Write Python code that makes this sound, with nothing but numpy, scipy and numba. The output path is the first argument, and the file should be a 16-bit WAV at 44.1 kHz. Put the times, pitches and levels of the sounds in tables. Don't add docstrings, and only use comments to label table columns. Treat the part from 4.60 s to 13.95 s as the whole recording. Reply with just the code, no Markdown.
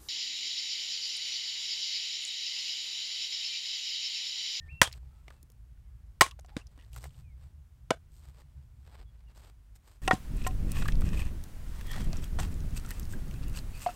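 import sys
import numpy as np
from scipy import signal
from scipy.fft import rfft, irfft
from scipy.io import wavfile
from scipy.ndimage import uniform_filter1d
from numba import njit

SR = 44100
rng = np.random.default_rng(int(sys.argv[2]) if len(sys.argv) > 2 else 0)


def natural_amplitude(level_db):
    exponent = np.asarray(level_db, float) / 20
    return 10 ** exponent


def to_wav(sig):
    pcm = np.clip(np.atleast_2d(sig), -1, 1) * 32767
    pcm = np.round(pcm).astype(np.int16)
    wavfile.write(sys.argv[1], SR, pcm.T)


N = 412335
SCENE_CHANGE_S = 5.418


def noise():
    return rng.standard_normal(N)


def unit(x):
    return x / np.sqrt(np.mean(x ** 2))


def peak(x):
    return x / np.max(np.abs(x))


def seconds(length_s):
    return np.arange(int(length_s * SR)) / SR


def colour(points, size=4096):
    hz, db = np.transpose(points)
    bin_hz = np.arange(size // 2 + 1) * SR / size
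    level_db = np.interp(np.log(bin_hz + 1), np.log(hz), db)
    cepstrum = irfft(np.log(natural_amplitude(level_db)))
    cepstrum[1:size // 2] *= 2
    cepstrum[size // 2 + 1:] = 0
    h = irfft(np.exp(rfft(cepstrum)))
    return h / np.sqrt(np.sum(h ** 2))


def tilted(points, slope_db_per_oct):
    return [(hz, db + slope_db_per_oct * np.log2(hz / 1000)) for hz, db in points]


def shaped(x, points):
    return signal.oaconvolve(x, colour(points))[:len(x)]


def band(x, lo_hz, hi_hz, order=2):
    return signal.sosfilt(signal.butter(order, [lo_hz, hi_hz], "bandpass", fs=SR, output="sos"), x)


@njit
def moving_band(x, hz, width_hz):
    y, b, l = np.empty(len(x)), 0., 0.
    for i in range(len(x)):
        g, k = np.tan(np.pi * hz[i] / SR), width_hz / hz[i]
        v = (b + g * (x[i] - l)) / (1 + g * (g + k))
        b, l, y[i] = 2 * v - b, l + 2 * g * v, k * v
    return y


def fade(t, t60_s):
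    return 1000. ** (-t / max(t60_s, .001))


def walk(rate_hz):
    k = int(SR / rate_hz)
    held = np.repeat(rng.standard_normal(N // k + 1), k)
    slewed = uniform_filter1d(uniform_filter1d(held, k), k)
    return unit(slewed[:N])


def curve(rows):
    s, *columns = np.transpose(rows)
    t = np.arange(N) / SR
    return [np.interp(t, s, c) for c in columns] + [(t >= s[0]) & (t <= s[-1])]


def grit(rate_hz, spread_db):
    hits = noise() * (rng.random(N) < rate_hz / SR)
    size_db = spread_db * np.minimum(rng.exponential(size=N), 4)
    return unit(hits * natural_amplitude(size_db))


def add(out, s, x):
    i = int(s * SR)
    out[i:i + len(x)] += x[:N - i]


def strokes(rows):
    out = np.zeros((2, N))
    for s, length_s, *levels_db in rows:
        shape = signal.windows.tukey(int(1.705 * length_s * SR), .9)
        for envelope, db in zip(out, levels_db):
            add(envelope, max(s - 0.38 * length_s, 0), natural_amplitude(db) * shape)
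    return out


def ring(push, modes, t):
    out = 0
    for hz, db, t60_s in modes:
        spin = np.exp(2j * np.pi * hz * t)
        reach = max(abs(push @ spin), .3 * np.sqrt(push @ push))
        decay = signal.fftconvolve(push, spin.imag * fade(t, t60_s))[:len(t)]
        out = out + natural_amplitude(db) / reach * decay
    return out


# (frequency [Hz], level [dB], T60 [s])
FIRST_PIECE = [(395, -3.5, 0.012), (580, -4.5, .016), (1020, -4, 0.017), (1610, -3, 0.008),
               (2100, -4, 0.012), (3477, -1, 0.0081), (5170, -8.5, 0.0088)]
# (frequency [Hz], level [dB], T60 [s])
SECOND_PIECE = [(360, -9, .02), (1300, -10.5, .008), (2120, 2, 0.0081), (2890, -4, 0.019),
                (5000, -10.5, .01)]
# (frequency [Hz], level [dB], T60 [s])
FREED_PIECE = [(690, -15, 0.019), (1083, 0, 0.08), (2160, -14.5, 0.035), (4940, -19, .05)]
# (frequency [Hz], level [dB], T60 [s])
LOG_END = [(94, -25, 0.085), (152, -19, .04), (307, 0.5, 0.025), (472, -9.5, 0.028), (1470, -29, 0.006),
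           (3680, -10, 0.0085)]
# (frequency [Hz], level [dB], T60 [s])
STUMP = [(93, -10, 0.12), (147, -13.5, 0.013), (305, 0.5, 0.015), (480, -1.5, 0.01)]
# (frequency [Hz], level [dB], T60 [s])
RIM = [(539, -4, 0.025), (694, -1, 0.04), (1023, -2.5, 0.027), (1466, -12, 0.032), (2330, -15, 0.026),
       (2900, -10, 0.013), (3465, -24, 0.02), (4090, -22, 0.035)]
# (frequency [Hz], level [dB], T60 [s])
HANDLE = [(671, 8.5, 0.025), (1520, -4, 0.035), (2290, -14, 0.038), (2930, -16, 0.027), (3476, -21, 0.051),
          (4040, -21, 0.039)]
# (frequency [Hz], level [dB], T60 [s])
PILE = [(750, -8.5, 0.098), (957, -9, 0.037), (1060, -20.5, 0.13), (1440, -4, 0.027), (1870, -0.5, 0.033),
        (3300, -25, 0.044)]
# (frequency [Hz], level [dB], T60 [s])
TWIG = [(1620, 0, 0.025)]
# (frequency [Hz], level [dB], T60 [s])
SOIL = [(203, -10.5, 0.045), (304, -9.5, 0.025)]
# (frequency [Hz], level [dB], T60 [s])
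STICK = [(760, -3.5, 0.13), (1100, -11.5, 0.081), (1400, -8, 0.041), (1900, -10, 0.047),
         (2790, -3.5, 0.015), (3700, -26, .015)]
# (frequency [Hz], level [dB], T60 [s])
THIN_STICK = [(749, 2.5, 0.12), (1050, 6, 0.071), (1380, 3, 0.03), (1860, -2, 0.053)]
# (frequency [Hz], level [dB], T60 [s])
THICK_STICK = [(713, -4.5, 0.064), (933, -16.5, 0.026), (1150, -18, 0.013)]
# (frequency [Hz], density [dB/Hz])
CRACK = [(150, -38), (300, -12), (700, -6.5), (1800, -2.5), (3500, -10), (8000, -11.5), (11000, -25),
         (16000, -28)]
# (frequency [Hz], density [dB/Hz])
SPLINTERS = [(180, -39), (400, -8.5), (1000, -2), (2000, -5.5), (3200, -6.5), (4200, -9), (8640, -10.5),
             (16000, -32.5)]
# (modes, crack tilt [dB/oct],
#   [(time [s], contact [s], piece [dB], crack [dB], splinters [dB])])
CHOPS = [
    (FIRST_PIECE, 0.089, [(.2155, .0035, -3, -5, -23), (.2225, 0.0013, -47.5, -22, -40.5), (.229, 0.0013, -44, -28.5, -44.5), (.274, 0.0014, -39.5, -41, -52)]),
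    (SECOND_PIECE, 0.16, [(1.6097, 0.0038, -4, -5.5, -23), (1.663, 0.0021, -34.5, -38.5, -48)]),
    (FREED_PIECE, .1, [(1.6178, 0.0019, -13.5, -13.5, -35.5)]),
    (LOG_END, -1.7, [(1.9665, 0.0014, -24.5, -32, -47.5)]),
    (RIM, -1.7, [(3.3055, 0.00425, -16.5, -25.5, -49)]),
    (HANDLE, -2, [(3.3115, 0.0067, -25.5, -49, -60), (3.325, 0.022, -45, -57, -69), (3.358, 0.017, -59, -71, -80)]),
]
# (modes, crack tilt [dB/oct],
#   [(time [s], contact [s], piece [dB], crack [dB], splinters [dB])])
STACKING = [
    (STICK, -0.32, [(5.4775, 0.0044, -18, -26.5, -58)]),
    (PILE, -3.5, [(5.5098, 0.0033, -10.5, -36, -35.5)]),
    (SOIL, .1, [(5.533, 0.0039, -9, -53, -42.5)]),
    (THIN_STICK, -3, [(5.865, 0.0038, -34, -37.5, -68), (7.788, 0.00067, -45, -36.5, -39.5)]),
    (TWIG, .1, [(8.535, 0.005, -35.5, -61, -78.5)]),
    (THICK_STICK, -3.5, [(9.262, 0.0033, -12, -57, -46), (9.289, 0.0022, -26.5, -54, -59)]),
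]


def blows():
    stump_share_db, ground_share_db = -22, -47
    out, t = np.zeros(N), seconds(0.2)
    running = fade(t, 0.14) / (1 + (t / 0.084) ** 10)
    for piece, tilt_db_per_oct, rows in CHOPS + STACKING:
        crack = colour(tilted(CRACK, tilt_db_per_oct))
        splinters = colour(tilted(SPLINTERS, tilt_db_per_oct))
        for s, contact_s, piece_db, crack_db, splinter_db in rows:
            rough, debris, uneven = rng.standard_normal((3, len(t)))
            push = rough * np.where(t < contact_s, 1, fade(t - contact_s, .006))
            debris = debris * natural_amplitude(26. * uniform_filter1d(uneven, size=60))
            share_db = stump_share_db if s < SCENE_CHANGE_S else ground_share_db
            below = natural_amplitude(share_db) * ring(np.abs(push), STUMP, t)
            add(out, s, natural_amplitude(piece_db) * (ring(push, piece, t) + below))
            add(out, s, natural_amplitude(crack_db) * signal.fftconvolve(push, crack))
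            add(out, s, natural_amplitude(splinter_db) * signal.fftconvolve(debris * running, splinters))
    return band(out, 90, 19000)


# (time [s], peak [dB], ring [Hz], body [dB])
CHIPS = [(0.3268, -32.5, 4570, -42), (0.337, -41.5, 3000, -26), (0.377, -56, 1584, -18.5),
         (0.43, -58, 956, -7.5), (0.681, -39.5, 2120, -2), (0.704, -44.5, 1233, -6),
         (1.175, -63, 1700, -25), (1.711, -35, 3080, -38), (1.791, -46.5, 716, -1.5),
         (1.847, -45, 697, -17.5), (2.069, -44.5, 5300, -18.5), (2.177, -46, 301, -15),
         (2.198, -52, 2900, -20), (2.211, -51, 2900, -19), (2.223, -55, 2890, -20),
         (2.332, -45.5, 3110, -19), (2.362, -39.5, 1260, -15), (2.44, -38, 1790, -1.5),
         (2.454, -51, 735, 8), (2.506, -56, 3090, -25), (2.544, -56, 3180, -16), (4.354, -54.5, 966, 2),
         (1.931, -58, 850, -23), (5.16, -55, 1786, -22.5)]
# (time [s], peak [dB], ring [Hz], body [dB])
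KNOCKS = [(5.8184, -35.5, 2480, -18), (5.9094, -41, 2500, -7), (6.1536, -40.5, 1860, 0),
          (6.222, -28, 1440, -12), (6.256, -27.5, 1150, -19), (6.284, -22, 1870, -21),
          (6.3225, -38, 2550, -22), (6.3545, -61, 720, -31), (6.4179, -33.5, 1380, -20),
          (6.4873, -39, 1620, -12), (7.211, -37, 1810, -9), (7.334, -35, 1770, -12),
          (7.5305, -33, 716, -17), (7.569, -34, 6000, -26), (7.832, -43, 795, -1),
          (8.1657, -41.5, 2430, -28), (8.249, -40, 1380, -43), (8.306, -35, 1780, -28),
          (8.43, -41, 5970, -25), (8.711, -40, 2600, -21.5), (8.739, -46, 1580, -20),
          (8.973, -32, 3050, -21), (8.988, -33, 4520, -9)]


def chips_and_knocks():
    out, t = np.zeros(N), seconds(1 / 12)
    for s, db, hz, body_db in CHIPS + KNOCKS:
        bump, tick = rng.standard_normal(len(t)) * [fade(t, .025), fade(t, .008)]
        body = natural_amplitude(body_db) * peak(band(bump, 320, 1880))
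        note = natural_amplitude(-3) * peak(band(bump, 0.88 * hz, 1.064 * hz, order=1))
        edge = natural_amplitude(-21) * peak(band(tick, 2000, 22000))
        clack = natural_amplitude(-15) * peak(band(tick, 1300, 8000))
        add(out, s, natural_amplitude(db) * (body + note + edge + clack))
    return out


# (time [s], peak [dB])
SNAPS = [(.3265, -42), (.829, -45), (0.901, -49), (1.793, -47), (.919, -53), (2.331, -46), (2.362, -40),
         (2.441, -36.5), (5.7661, -42), (6.118, -25.5), (6.28, -34.5), (6.409, -36), (6.8386, -35.5),
         (7.211, -40), (7.2694, -37), (7.3158, -32.5), (7.444, -38.5), (7.642, -35), (7.531, -43),
         (8.2898, -38), (8.3069, -26), (8.3966, -32.5), (8.4541, -47), (8.882, -40), (8.897, -41),
         (9.194, -41), (8.711, -42), ]


def snaps():
    out, t = np.zeros(N), seconds(1 / 12)
    for s, db in SNAPS:
        tick = rng.standard_normal(len(t)) * fade(t, 0.0126)
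        lo_hz = 2800 * 2 ** rng.uniform(-.5, .5)
        treble = peak(band(tick, lo_hz, 15600))
        dull = natural_amplitude(-15.5) * peak(band(tick, 400, 3400))
        add(out, s, natural_amplitude(db) * (treble + dull))
    return out


# (time [s], peak [dB], centre [Hz])
TICKS = [(0.236, -19, 8500), (.314, -40, 2570), (.32, -44, 5000), (0.3503, -55.5, 8210),
         (1.692, -43, 7500), (1.712, -50.5, 8530), (1.796, -42, 7020), (1.81, -49, 8400),
         (1.8618, -44.5, 7000), (1.974, -35.5, 4300), (1.985, -54, 8500), (2.012, -53.5, 7530),
         (2.2479, -54, 4140), (2.343, -42.5, 7460), (2.3844, -54.5, 7910), (2.4199, -46, 7220),
         (2.428, -46, 4800), (2.4654, -54, 7000), (2.4804, -57, 8330), (2.493, -50.5, 4470),
         (5.5314, -31, 6160), (5.5524, -49, 4000), (5.7714, -37, 8300), (5.825, -40, 7800),
              (5.841, -37, 5000), (5.8754, -37, 7500), (6.111, -48, 6900), (6.1304, -52, 4740),
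              (6.1904, -44, 8000), (6.226, -31, 4500), (6.3218, -30.5, 4470), (6.355, -34, 4380),
              (6.457, -37, 7800), (6.49, -34, 4350), (6.5384, -42, 8000), (6.621, -45, 7500),
              (6.653, -41, 8300), (7.2214, -52, 8870), (7.3138, -32.5, 4770), (7.3317, -33, 4600),
              (7.407, -41, 7500), (7.418, -35, 6500), (7.5306, -26.5, 4700), (7.596, -46, 4500),
              (7.679, -44, 5000), (7.793, -33, 7040), (7.8014, -25, 6500), (7.8144, -38, 8000),
              (7.876, -43, 7500), (7.942, -41, 7850), (8.005, -39.5, 5400), (8.108, -44, 5930),
              (8.1488, -42, 6000), (8.177, -30, 5200), (8.198, -37, 6500), (8.2624, -33.5, 7000),
              (8.313, -32, 8000), (8.3489, -44, 7000), (8.397, -36, 5390), (8.453, -41, 5410),
              (8.5285, -38, 8220), (8.6817, -47, 6300), (8.7404, -41, 5890), (8.837, -41, 4310),
              (8.9306, -45, 7500), (8.961, -42, 7500), (8.973, -31, 7800), (9.1754, -43, 9120),
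              (9.2724, -46, 7500), (9.2944, -41, 8000), (9.3414, -43, 7100)]


def splinter_ticks():
    out, t = np.zeros(N), seconds(0.05)
    for s, db, hz in TICKS:
        tick = rng.standard_normal(len(t)) * fade(t, 0.0039)
        add(out, s, natural_amplitude(db - 2.5) * peak(band(tick, .7 * hz, 1.25 * hz)))
    return out


# (time [s], peak [dB], ring [Hz], T60 [s])
TAPS = [(1.894, -52, 896, 0.016), (2.19, -55, 2880, .012), (2.19, -54, 1905, .012), (.832, -56.5, 300, .03),
        (.9, -61, 480, .03), (5.524, -25, 1870, .015), (5.524, -42, 2900, .012), (5.848, -36, 2530, .02),
        (5.865, -38.5, 2864, 0.044), (5.877, -42, 2490, 0.028), (6.227, -40, 1900, .015),
        (6.261, -34, 1660, 0.021), (6.282, -33, 3300, 0.016), (6.286, -29.5, 1200, 0.02),
        (6.287, -36, 2500, .012), (6.5647, -47, 2370, .015), (6.5747, -39, 2450, .015),
        (6.619, -34, 2440, 0.013), (7.342, -41, 1200, 0.036), (7.358, -40, 1850, .025),
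        (7.378, -37.5, 780, 0.013), (7.639, -42, 3300, .015), (7.805, -33, 890, 0.01),
        (7.832, -43, 2600, .012), (8.274, -43, 1300, .012), (8.314, -37, 1850, .015),
        (8.316, -40, 2970, .012), (8.961, -42, 4650, .025), (9.273, -38, 4500, .02),
        (9.295, -38, 1340, .03)]


def taps():
    out, t = np.zeros(N), seconds(0.05)
    for s, db, hz, t60_s in TAPS:
        push = rng.standard_normal(len(t)) * fade(t, .003)
        add(out, s, natural_amplitude(db) * peak(ring(push, [(hz, 0, t60_s)], t)))
    return out


# (time [s], length [s], resonance [Hz], level [dB])
CREAKS = [(0.219, 0.076, 3300, -43), (0.231, 0.023, 1700, -42), (.43, 0.22, 843, -84),
          (0.461, .2, 1300, -80), (1.625, 0.035, 2340, -44.5), (1.703, 0.034, 1090, -62),
          (1.908, 0.053, 817, -66), (1.981, 0.054, 2700, -66), (1.995, 0.017, 1620, -68),
          (2.174, 0.082, 1900, -72), (5.416, 0.037, 1850, -61.5), (6.554, 0.085, 2370, -59),
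          (7.26, 0.087, 1830, -52.5), (7.272, 0.078, 3240, -53), (7.33, 0.065, 1870, -53),
          (7.407, 0.061, 3240, -59), (8.272, 0.07, 1820, -58), (8.732, 0.055, 2600, -62),
          (8.862, 0.055, 2750, -63), (9.123, 0.076, 2570, -59.5), (9.123, 0.072, 4500, -63.5),
          (9.237, 0.08, 2630, -54.5)]


def creaks():
    half_width = 0.043
    out = np.zeros(N)
    slip = grit(4000, 2.2) * natural_amplitude(1.6 * walk(80))
    for s, length_s, hz, db in CREAKS:
        piece = slip[int(s * SR):int((s + length_s) * SR)]
        chatter = band(piece, (1 - half_width) * hz, (1 + half_width) * hz)
        add(out, s, natural_amplitude(db) * unit(chatter) * signal.windows.tukey(len(chatter), .6))
    return out


# (time [s], length [s], rasp [dB], hiss [dB])
DRAG = [(5.42, 0.14, -62, -58), (5.76, 0.13, -59, -65), (5.84, 0.019, -52, -59), (5.868, 0.011, -51, -41.5),
        (6.11, 0.2, -50, -56.5), (6.4, 0.087, -56.5, -62), (6.5, 0.18, -48.5, -57), (7.1, 0.38, -57, -64),
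        (7.335, 0.09, -51, -69), (7.39, 0.15, -69, -81), (7.52, 0.078, -53.5, -67),
        (7.62, 0.049, -55.5, -60), (7.79, 0.021, -74, -43.5), (7.81, 0.071, -51.5, -59.5),
        (7.91, 0.021, -57.5, -58), (8.16, 0.041, -54.5, -51), (8.24, 0.18, -58.5, -62),
        (8.5, 0.041, -68, -51), (8.715, 0.064, -71, -71), (8.82, 0.032, -54, -69),
        (8.94, 0.066, -52, -50.5), (9.14, 0.21, -59, -59.5), (9.235, 0.044, -70, -58)]
# (until [s], [(resonance [Hz], width [Hz], level [dB])])
HELD = [
    (7.0, [(1150, 300, 4), (1850, 350, 5), (2520, 200, 7)]),
    (7.5, [(1300, 1600, 19), (1850, 56, 8), (3280, 78, 4)]),
    (9.35, [(1300, 780, 4), (1800, 910, -2.5), (2570, 300, 1), (4500, 320, -8)]),
]
# (frequency [Hz], density [dB/Hz])
HISS = [(1800, -27.5), (3000, -5), (6500, -1), (8400, 6), (10000, -11), (13000, -1), (15700, -12.5),
        (16300, -49.5)]


def drag():
    rasp, hiss = strokes(DRAG)
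    wobble = natural_amplitude(2.5 * walk(60))
    slip = grit(6000, 3.8) * wobble
    bark = natural_amplitude(-34.0) * unit(band(slip, 460, 4300))
    sticks, start = np.zeros(N), 0
    for until_s, modes in HELD:
        held = 0
        for hz, width_hz, db in modes:
            mode = band(slip, hz - width_hz / 2, hz + width_hz / 2, order=1)
            held = held + natural_amplitude(db) * mode / np.sqrt(width_hz)
        stop = int(until_s * SR)
        sticks[start:stop] = (unit(held) + bark)[start:stop]
        start = stop
    fibres = grit(7000, 3.4) * wobble * natural_amplitude(2.5 * walk(90))
    after_change = np.arange(N) / SR > SCENE_CHANGE_S
    return (rasp * sticks + hiss * unit(shaped(fibres, HISS))) * after_change


# (time [s], length [s], crunch [dB], hiss [dB])
SCUFFS = [(0, 0.12, -71, -83), (.335, 0.045, -65, -67.5), (.4, 0.42, -79, -86), (.67, 0.11, -73.5, -81),
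          (1.885, 0.031, -60, -77), (1.93, 0.041, -67.5, -79), (2.03, 0.22, -74, -86),
          (2.11, 0.013, -88, -76.5), (2.17, 0.18, -76.5, -80), (2.335, 0.053, -59.5, -57.5),
          (2.41, 0.065, -59, -59), (2.48, 0.15, -72.5, -73.5), (2.78, 0.12, -71, -77.5),
          (3.52, 0.093, -77, -69), (3.6, 0.13, -69, -72.5), (3.76, 0.07, -63, -70.5), (3.85, .25, -81, -90),
          (4.15, 0.15, -80, -84), (4.275, 0.13, -63, -73.5), (4.39, 0.056, -67.5, -82),
          (4.5, 0.17, -74, -86), (4.68, 0.059, -72, -82), (4.75, 0.066, -65.5, -68), (4.8, .11, -66, -72.5),
          (5.15, 0.022, -73, -65), (5.245, 0.12, -67.5, -70)]
# (frequency [Hz], density [dB/Hz])
SAND = [(120, -38), (200, -4), (857, -3), (5000, -17.5), (6500, -34.5), (11000, -120)]


def scuffs():
    crunch, hiss = strokes(SCUFFS)
    grains = grit(3000, 3.3) * natural_amplitude(2.5 * walk(70))
    return crunch * unit(shaped(grains, SAND)) + hiss * unit(shaped(grains, HISS))


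# (time [s], flutter [dB])
GUSTS = [(5.42, -45.5), (5.62, -55.5), (5.75, -40.5), (6.0, -42.5), (6.22, -36), (6.44, -35), (6.62, -40.5),
         (6.9, -52.5), (7.2, -52), (7.47, -39), (7.66, -48), (7.82, -40.5), (8.3, -49.5), (8.6, -44.5),
         (9.0, -44), (9.35, -63)]
# (frequency [Hz], density [dB/Hz])
BUFFET = [(7.1, -36), (12, -4.5), (27, -4), (66, -10.5), (174, -18), (294, -28.5), (800, -51.5),
          (1170, -102)]


def gusts():
    split_hz, mean_gust_db = 100, -45.5
    flutter_db, on = curve(GUSTS)
    pressure_db = -33 + 0.84 * (flutter_db - mean_gust_db)
    low_pass = signal.butter(2, split_hz, fs=SR, output="sos")
    high_pass = signal.butter(2, split_hz, "high", fs=SR, output="sos")
    slow = unit(signal.sosfilt(low_pass, shaped(noise(), BUFFET)))
    quick = signal.sosfilt(high_pass, shaped(noise(), BUFFET))
    quick = quick * (1 + .5 * np.abs(slow)) * natural_amplitude(2.0 * walk(30))
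    gate = uniform_filter1d(1. * on, size=300)
    return gate * (natural_amplitude(pressure_db) * slow + natural_amplitude(flutter_db) * unit(quick))


# (time [s], eddy rate [Hz], level [dB])
BREEZE = [
    (0, 69.67, -47),
    (.8, 58.4, -53.5),
    (1.2, 57.95, -51),
    (2.35, 55.73, -51),
    (2.6, 72.9, -48.5),
    (3.2, 59.65, -53.5),
    (3.5, 66.63, -52),
    (4.45, 56.93, -51),
    (5.41, 43.8, -59.5),
]
# (frequency [Hz], density [dB/Hz])
BREEZE_WASH = [(8.8, -45.5), (15, -15), (64, -2), (87, -18.5), (124, -9.5), (258, -41), (500, -56),
               (650, -83.5)]


def breeze():
    hz, db, on = curve(BREEZE)
    hz = hz * (1 + 0.021 * walk(4.9))
    eddy = unit(moving_band(moving_band(noise(), hz, 21.0), hz, 21.0))
    loose = .6 * moving_band(noise(), 2 * hz, 40.)
    octave = unit(moving_band(eddy ** 2 + loose, 2 * hz, 32.0))
    wash = unit(shaped(noise(), BREEZE_WASH)) * natural_amplitude(1.5 * walk(30))
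    return on * natural_amplitude(db) * (eddy + natural_amplitude(-11) * octave + natural_amplitude(-6.0) * wash)


# (time [s], length [s], start [Hz], end [Hz], level [dB])
BIRDS = [
    (0, 0.06, 1811, 1822, -62.5),
    (.048, 0.062, 1815, 1790, -68),
    (0.08, 0.135, 1900, 2715, -54.5),
    (0.744, 0.071, 2750, 2550, -82),
    (1.242, .06, 2286, 1940, -87),
    (1.285, 0.17, 1690, 1630, -93),
    (2.631, .115, 2590, 2040, -77),
    (4.45, 0.064, 3405, 3320, -79),
    (4.663, 0.04, 2900, 2690, -74.5),
]


def birds():
    rise_s, edge_s = .034, 0.016
    out = np.zeros(N)
    for s, length_s, from_hz, to_hz, db in BIRDS:
        t = seconds(length_s)
        glide_s, bend = (rise_s, 1.8) if to_hz > from_hz else (length_s, 1)
        left = 1 - np.minimum(t / glide_s, 1)
        hz = to_hz + (from_hz - to_hz) * left ** bend
        swell = np.minimum(np.minimum(t, length_s - t) / edge_s, 1)
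        add(out, s, swell * natural_amplitude(db + 3.5) * np.sin(2 * np.pi * np.cumsum(hz) / SR))
    t = seconds(0.25)
    bushes = rng.standard_normal(len(t)) * fade(t, 0.23)
    return out + natural_amplitude(-37.0) * signal.fftconvolve(out, bushes)[:N]


# (frequency [Hz], density [dB/Hz])
AIR = [(120, -27), (200, -1), (380, -11.5), (1500, -15), (4250, -22.5), (8300, -23.5), (15700, -26.5),
       (16400, -48.5)]


def air():
    level_db, gain_step_db = -75.5, 18.5
    step_db = gain_step_db * (np.arange(N) / SR > SCENE_CHANGE_S)
    return natural_amplitude(level_db + step_db + 0.6 * walk(2.3)) * unit(shaped(noise(), AIR))


def scene():
    wood = blows() + chips_and_knocks() + snaps() + splinter_ticks() + taps() + creaks() + drag()
    wind = gusts() + breeze()
    return (wood + scuffs() + wind + birds() + air())[None]


def top_cut(x):
    return signal.sosfilt(signal.butter(12, 16900, fs=SR, output="sos"), x)


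def record(dry):
    clip = .41
    flat = dry / (1 + (np.abs(dry) / clip) ** 6) ** (1 / 6)
    low_pass = signal.ellip(8, .2, 70, 16300, fs=SR, output="sos")
    return top_cut(signal.sosfilt(low_pass, flat))


dry = scene()
out = record(dry)
to_wav(out)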